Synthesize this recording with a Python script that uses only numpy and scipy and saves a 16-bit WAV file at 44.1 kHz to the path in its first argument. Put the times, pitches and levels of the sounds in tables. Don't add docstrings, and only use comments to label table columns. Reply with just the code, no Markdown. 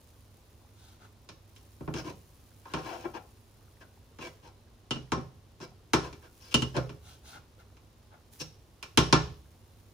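import sys
import numpy as np
from scipy import signal
from scipy.fft import rfft, irfft, next_fast_len
from scipy.io import wavfile

SR = 44100
rng = np.random.default_rng(int(sys.argv[2]) if len(sys.argv) > 2 else 0)


def store_wav(level_fs):
    pcm = np.round(np.clip(np.atleast_2d(level_fs), -1, 1) * 32767)
    wavfile.write(sys.argv[1], SR, pcm.T.astype(np.int16))


N = 437913
RING = int(.7 * SR)
AGE = np.arange(RING) / SR


def from_db(db):
    return 10 ** (np.asarray(db) / 20)


def rms(x):
    return np.sqrt(np.mean(x ** 2) + 1e-24)


def at_hz(points, hz):
    f, value = np.transpose(points)
    return np.interp(np.log(np.maximum(hz, 1)), np.log(f), value)


def butter(x, hz, kind):
    return signal.sosfilt(signal.butter(2, hz, kind, fs=SR, output="sos"), x)


def below(x, hz):
    return butter(butter(x, hz, "low"), hz, "low")


def above(x, hz):
    return butter(butter(x, hz, "high"), hz, "high")


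def add(out, s, sound):
    i = max(round(s * SR), 0)
    out[:, i:i + sound.shape[1]] += sound[:, :out.shape[1] - i]


def panned(sound, db):
    return sound * from_db([[db / 2], [-db / 2]])


def dying(t60):
    return from_db(-60 * AGE / t60)


def resonate(x, hz, q, boost_db):
    return x + from_db(boost_db) * signal.lfilter(*signal.iirpeak(hz, q, fs=SR), x)


def gliding(x, hz, q, boost_db, size=128):
    lifted, state = np.zeros_like(x), np.zeros((2, 2))
    for i in range(0, x.shape[1], size):
        peak = signal.iirpeak(hz[i], q, fs=SR)
        lifted[:, i:i + size], state = signal.lfilter(*peak, x[:, i:i + size], zi=state)
    return x + from_db(boost_db) * lifted


def grains(per_s, spread_db, size):
    sizes = from_db(spread_db * np.minimum(rng.exponential(1, size), 4))
    sizes = sizes * rng.choice([-1, 1], size)
    return sizes * (rng.random(size) < per_s / SR)


def tone(rule, weight_db, hardness_db):
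    thud_db, body_db, body_share, clack_db, clack_share, crisp_db = rule
    thud = thud_db + weight_db
    body = body_db + body_share * weight_db
    clack = clack_db + clack_share * hardness_db
    return thud, body, clack, crisp_db + hardness_db


BORDERS = [200, 600, 1800, 4000]


def voiced(sound, level_db, colour, start, end):
    thud, body, clack, crisp = colour
    out = 0
    for hz, db in zip(BORDERS + [None], [thud, body, 0, clack, crisp]):
        part = sound
        if hz:
            part = below(sound, hz)
            sound = above(sound, hz)
            if np.ndim(out):
                out = below(out, hz) + above(out, hz)
        out = out + part * from_db(level_db + db) / rms(part[:, int(start * SR):int(end * SR)])
    return out


# (band_hz, correlation)
LIKENESS = [(100, .97), (350, .9), (650, .55), (1200, .2), (2800, .35), (6000, .25)]


def noise_bands(spectrum, size):
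    edges = np.geomspace(22, 17000, 21)
    for low, high in zip(edges, edges[1:]):
        hz = np.sqrt(low * high)
        noise = rng.standard_normal((2, size + 4000))
        mid, side = butter(noise, [low, high], "band")[:, 4000:]
        alike = np.clip(at_hz(LIKENESS, hz), -1, 1)
        stereo = np.sqrt(1 + alike) * mid + np.sqrt(1 - alike) * np.array([side, -side])
        yield hz, from_db(at_hz(spectrum, hz)) * stereo


def mode_rings(modes, smear):
    rings = []
    for k, (hz, db, t60) in enumerate(modes):
        apart = np.arccos(np.clip(at_hz(LIKENESS, hz), -1, 1)) / 2 * rng.choice([-1, 1])
        slow = butter(rng.standard_normal((2, 2, RING)), 30, "low")
        waver = 1 + smear * min(hz / 1500, 1) * (slow[0] + 1j * slow[1]) / rms(slow)
        turning = np.exp(1j * (2 * np.pi * hz * AGE + [[apart], [-apart]]))
        ring = np.imag(waver * turning) / rms(abs(waver))
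        rings.append((-1) ** k * from_db(db) * dying(t60) * ring)
    return np.array(rings)


def struck(rings, spread_db):
    return np.tensordot(from_db(rng.normal(0, spread_db, len(rings))), rings, 1)


# (band_hz, density_db_per_hz)
CLATTER = [(25, -18), (60, -5), (130, 7.5), (200, -2), (330, 0), (520, -2), (650, -7), (900, -3),
           (1350, -5.5), (1900, -11), (3000, -5), (4700, -9.5), (5800, -6), (7500, -13.5), (10000, -22),
           (15000, -23.5)]
# (band_hz, t60_s)
KITCHEN = [(60, 1), (150, 0.57), (500, .4), (1500, 0.36), (5000, 0.4), (14000, 0.28)]


def clatter(clatter_db, room_db, short_t60):
    out = 0
    for hz, band in noise_bands(CLATTER, size=RING):
        swell = 1 - np.exp(-AGE * hz / 0.63)
        room = from_db(room_db) * dying(at_hz(KITCHEN, hz))
        out = out + band * swell * (dying(short_t60) + room)
    return from_db(clatter_db) * out


# (band_hz, density_db_per_hz)
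RUMBLE = [(20, -15.5), (40, -3.5), (75, 3), (130, -7), (200, -15.5), (300, -10.5), (420, -14), (700, -20),
          (1000, -20), (1700, -28.5), (4300, -28), (7000, -34), (15000, -44.5)]
# (pitch_hz, level_db)
HUM = [(99.8, -64), (228, -75)]


def room_tone(rumble_db, waver):
    rumble = sum(band for _, band in noise_bands(RUMBLE, size=N))
    t = np.arange(N) / SR
    hum = 0
    for hz, db in HUM:
        slow = butter(rng.standard_normal((2, N)), 3.5, "low")
        strength, phase = waver * slow / rms(slow)
        hum = hum + from_db(db) * np.sqrt(2) * (1 + strength) * np.sin(2 * np.pi * hz * t + phase)
    return from_db(rumble_db) * rumble / rms(rumble) + hum


# (band_hz, density_db_per_hz)
HISS = [(2000, -4), (4300, -3.5), (5600, -2), (7000, -2), (10000, -2.5), (12500, -3.5), (15000, -1)]
# (time_s, level_db)
SIZZLE = [(0, -72.5), (1.4, -78.5), (1.6, -71.5), (2.5, -72), (3.7, -75), (4.55, -80.5), (8.3, -79.5),
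          (9.1, -75.5), (9.93, -75)]
# (peak_s, rise_s, gain_db)
FLARES = [(2.88, 0.13, 6), (4.25, 0.086, 7), (6.4, .5, 10), (8.335, 0.031, 18)]
FLARE_FALL, SHORTEST_FALL_S = 2.5, .18


def sizzle(hiss_db, pops_db, pops_per_s, flicker_db):
    hiss = sum(band for _, band in noise_bands(HISS, size=N))
    flicker = butter(rng.standard_normal(N), 150, "low")
    hiss = hiss * from_db(flicker_db * flicker / rms(flicker))
    pops = grains(pops_per_s, spread_db=1.5, size=N) * rng.uniform(.4, 1, (2, N))
    pops = butter(pops, 6000, "high")
    t = np.arange(N) / SR
    flare_db = 0
    for s, rise, db in FLARES:
        fall = max(FLARE_FALL * rise, SHORTEST_FALL_S)
        flare_db = flare_db + np.interp(t, [s - rise, s, s + fall], [0, db, 0])
    level = from_db(np.interp(t, *np.transpose(SIZZLE)) + flare_db)
    return level * (from_db(hiss_db) * hiss / rms(hiss) + from_db(pops_db) * pops / rms(pops))


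def simmer(level_db, per_s, q):
    out = np.zeros((2, N))
    for hz in np.geomspace(450, 1900, 10):
        bursts = grains(per_s, spread_db=3.0, size=N) * rng.uniform(.5, 1, (2, N))
        out += signal.lfilter(*signal.iirpeak(hz, q, fs=SR), bursts + 1e-18) / hz
    return from_db(level_db) * out / rms(out)


# (middle_s, length_s, level_db, pitch_hz)
RUSTLES = [(.86, 0.33, -68.5, 3600), (1.035, .12, -59.5, 1500), (7.098, 0.2, -61, 3200),
           (7.295, 0.17, -60, 3800), (7.351, .11, -52, 1450), (7.605, .06, -60.5, 1600),
           (8.135, .09, -59, 500)]
# (thud_db, body_db, body_weight_share, clack_db, clack_hardness_share, crisp_db)
CLOTH_TONE = (-15.5, -10, 0, -3.5, .5, 2.0)
PLAIN_RUB_HZ, RUB_DB_PER_OCTAVE = 3000, 10.5


def rustles(fibres_per_s):
    out = np.zeros((2, N))
    response = clatter(clatter_db=0, room_db=-22.5, short_t60=0.017)
    for s, length, level_db, rub_hz in RUSTLES:
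        size = int(length * SR)
        rub = grains(fibres_per_s, spread_db=1.5, size=size) * np.hanning(size)
        sound = signal.fftconvolve(rub[None], response, axes=1)
        sound = resonate(sound, rub_hz, q=2.7, boost_db=-3.0)
        colour = tone(CLOTH_TONE, 0, RUB_DB_PER_OCTAVE * np.log2(rub_hz / PLAIN_RUB_HZ))
        add(out, s - length / 2, voiced(sound, level_db, colour, length / 4, length * 0.48))
    return out


# (pitch_hz, level_db, t60_s)
HOB = [(63.9, -9, 0.7), (76.9, -12.5, 1), (126, -1, .42), (156.3, 5.5, 0.3), (186.3, -20, .22),
       (233.5, 0, 0.13), (257.6, 0.5, 0.14), (277, -10.5, 0.2), (313.9, 4.5, 0.21), (347, -4.5, .18),
       (372.6, -1, 0.21), (416.5, -5, 0.4)]
# (pitch_hz, level_db, t60_s)
PAN = [(455, -8, 0.14), (516, -7, 0.35), (563, -5.5, 0.14), (660, -4.5, 0.15), (768, -9.5, 0.34),
       (820, -13.5, .22), (862, -4, 0.18), (916, -7, 0.18), (1050, -8.5, .2), (1066, -2.5, .3),
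       (1179, -6, 0.2), (1320, -5.5, 0.22), (1365, 1.5, 0.17), (1438, -6.5, 0.28), (1743, -8, 0.3),
       (1911, -14, .18), (2300, -4, 0.18), (2370, -10, 0.22), (2830, -6, .18), (3060, -9.5, 0.11),
       (3440, -8, .18), (3790, -10, .22), (3960, -9.5, 0.27), (4250, -7, .15), (5270, -4.5, .22),
       (5530, -5.5, 0.35), (5595, -4.5, .24), (5760, -9, 0.27), (6160, -6, .16), (6640, -8.5, .18)]


def hob_and_pan():
    return mode_rings(HOB, smear=0.25), mode_rings(PAN, smear=0.68)


# (middle_s, length_s, level_db, weight_db, hardness_db, chatter_hz, left_minus_right_db)
STROKES = [(1.978, 0.083, -45, -0.5, -5.5, 5700, 0), (2.075, .1, -50.5, 7, -5, 1064, -0.5),
           (2.88, 0.58, -56, -6, -4, 1000, -0.5), (2.779, 0.044, -45.5, -12, -15, 800, 3),
           (2.903, 0.18, -45.5, -17, -12.5, 760, 4), (3.05, .035, -40, -7, -30, 377, 2.5),
           (3.157, .06, -45, -10, -13.5, 880, 3), (3.818, .04, -56.5, -28, -10, 1600, 0),
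           (4.24, .12, -48.5, -6, -4.5, 2400, -0.5), (4.459, 0.095, -61, -3, -4, 930, 1),
           (5.629, .07, -51.5, 1, -5, 5500, 0), (6.05, 0.081, -48.5, -13, -7.5, 1080, 0.5),
           (6.243, 0.077, -61, -10.5, -6.5, 1600, -2), (6.46, .16, -65, -22, 3, 5000, 0),
           (6.52, .03, -54.5, -16, 6, 2800, 0.5), (6.764, 0.063, -38, -3, -14, 560, 1),
           (8.41, .04, -50.5, -6, 8, 5800, -0.5)]
# (thud_db, body_db, body_weight_share, clack_db, clack_hardness_share, crisp_db)
STROKE_TONE = (0, 1.5, 0.19, -1.0, .8, -.8)
CHATTER_SAG_OCTAVES_PER_S = 3.4
PRESSED_T60_S = .6


def strokes(pan, slips_per_s, ring_db, lowest_hz):
    out = np.zeros((2, N))
    ring = from_db(ring_db) * struck(pan, spread_db=4.0) * dying(PRESSED_T60_S)
    response = ring + clatter(clatter_db=20.0, room_db=-16.5, short_t60=0.037)
    response = butter(response, lowest_hz, "high")
    for s, length, level_db, weight_db, hardness_db, chatter_hz, left_db in STROKES:
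        size = int(length * SR)
        slips = grains(slips_per_s, spread_db=2.5, size=size) * signal.windows.tukey(size, .7)
        sound = signal.fftconvolve(slips[None], response, axes=1)
        colour = tone(STROKE_TONE, weight_db, hardness_db)
        sound = voiced(sound, level_db, colour, length / 4, length * 1.08)
        from_middle = np.minimum(np.arange(sound.shape[1]) / SR, length) - length / 2
        pitch = chatter_hz * 2 ** (-CHATTER_SAG_OCTAVES_PER_S * from_middle)
        sound = gliding(sound, pitch, q=8.0, boost_db=4.0)
        add(out, s - length / 2, panned(sound, left_db))
    return out


# (start_s, level_db, weight_db, hardness_db, spot_hz, cutoff_hz)
KNOCKS = [(1.289, -55.5, -6, 2, 560, 6000), (1.562, -71.5, -6, 9, 3000, 14000),
          (1.807, -55, 12, -24, 600, 6000), (1.877, -44, 6, -26, 760, 5000),
          (1.939, -47, 7.5, -3, 2850, 9000), (2.655, -50.5, -25, -20, 980, 6000),
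          (2.737, -34.5, -6, -12, 3100, 9000), (4.187, -50.5, -4, -11, 520, 7000),
          (4.908, -38, -1, -.5, 3100, 7500), (4.96, -49, 6, -9, 2870, 6000),
          (5.119, -32, -3, -9, 1064, 8800), (5.175, -49.5, 9, -16, 240, 6000),
          (5.602, -57, 5, -8, 900, 10000), (5.9335, -23.5, -9, -7, 340, 12000),
          (6.128, -57.5, 1, -1, 2220, 9000), (6.542, -31.5, 2.5, 4, 3000, 10000),
          (6.621, -39.5, 4, -1.5, 3000, 10000), (6.766, -36.5, 1, -8, 128, 7900),
          (6.893, -52, 3, -8, 2800, 7000), (7.768, -67, -12, -4, 2400, 8000), (8.41, -58, 7, 5, 157, 7000),
          (8.827, -48, -22, 0.5, 2600, 17000), (8.974, -23.5, -1, -2, 3100, 12000),
          (9.1265, -23.5, 0, -1.5, 1090, 5800)]
# (thud_db, body_db, body_weight_share, clack_db, clack_hardness_share, crisp_db)
KNOCK_TONE = (-0.13, 2.2, .65, -2.0, 0.96, -.5)
# (start_s, end_s)
LAID_DOWN = [(4.85, 5.05), (6.5, 6.7)]
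# (pitch_hz, level_db, t60_s)
SPATULA = [(129, -0.5, 0.93), (237.3, 7.5, .16), (431, 8, 0.11), (1330, 10.5, 0.1), (2010, -1.5, 0.11),
           (2767, 16.5, 0.088), (2895, 8, 0.24), (2990, 8, 0.0924), (2946, 5.5, 0.13), (3024, 12.5, 0.093),
           (3660, 5.5, 0.13), (4290, 1, 0.11), (4463, 1, .08), (4850, -8, 0.097), (5470, -0.5, .13)]


def knocks(hob, pan, snap_db, crack_db, crack_t60, damped_db, bounce_s, bounce_db):
    out, spatula = np.zeros((2, N)), mode_rings(SPATULA, smear=0.8)
    spots = [clatter(clatter_db=17.0, room_db=-11.5, short_t60=0.071) for _ in range(3)]
    contact_band = [1100, 11000]
    impulse = signal.unit_impulse((1, 256), (0, 0))
    snap = from_db(snap_db) * butter(impulse, contact_band, "band")
    for k, (s, level_db, weight_db, hardness_db, spot_hz, cutoff_hz) in enumerate(KNOCKS):
        noise = butter(rng.standard_normal((2, RING)), contact_band, "band")
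        crack = from_db(crack_db) * noise * dying(crack_t60)
        body = struck(hob, spread_db=2.0) + from_db(-2.5) * struck(pan, spread_db=2.0)
        strike = spots[k % len(spots)] + crack
        add(strike, 0, snap)
        if any(start < s < end for start, end in LAID_DOWN):
            body = from_db(damped_db) * body + from_db(-3.0) * struck(spatula, spread_db=0.0)
            add(strike, bounce_s, from_db(bounce_db) * crack)
        sound = butter(body + strike, cutoff_hz, "low")
        sound = voiced(sound, level_db, tone(KNOCK_TONE, weight_db, hardness_db), 0, 0.024)
        add(out, s, resonate(sound, spot_hz, q=4.5, boost_db=-0.5))
    return out


def scene():
    room = room_tone(rumble_db=-58.5, waver=0.27)
    butter_fizz = sizzle(hiss_db=5.0, pops_db=-3.0, pops_per_s=130, flicker_db=3.0)
    bubbles = simmer(level_db=-79.0, per_s=2.5, q=11.0)
    cloth = from_db(-3.0) * rustles(fibres_per_s=2700)
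    hob, pan = hob_and_pan()
    stirring = from_db(-3.0) * strokes(pan, slips_per_s=1600, ring_db=-8.5, lowest_hz=380)
    hits = from_db(-1.14) * knocks(hob, pan, snap_db=27.0, crack_db=13.5, crack_t60=.016,
                                   damped_db=-4.0, bounce_s=0.0053, bounce_db=-5.5)
    return room + butter_fizz + bubbles + cloth + stirring + hits


# (band_hz, left_minus_right_db)
BALANCE = [(50, 0.5), (155, -5.5), (245, 4.5), (400, 2), (560, -1), (800, 4), (1064, -0.5), (1350, 0.5),
           (2200, -0.5), (8000, -0.5)]
CUTOFF_HZ = 15900


def record(dry):
    size = next_fast_len(N + 4096)
    hz = np.fft.rfftfreq(size, 1 / SR)
    left, right = rfft(dry, size)
    joined = np.clip((hz - 6500) / 2500, 0, .93)
    late = -np.exp(-2j * np.pi * hz * .00025)
    left = np.sqrt(1 - joined ** 2) * left + joined * late * right
    lean = from_db(at_hz(BALANCE, hz) / 2)
    heard = irfft(np.array([left * lean, right / lean]), size)[:, :N]
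    steep_lowpass = signal.ellip(10, .2, 70, CUTOFF_HZ, fs=SR, output="sos")
    return signal.sosfilt(steep_lowpass, heard)


dry = scene()
out = record(dry)
store_wav(out)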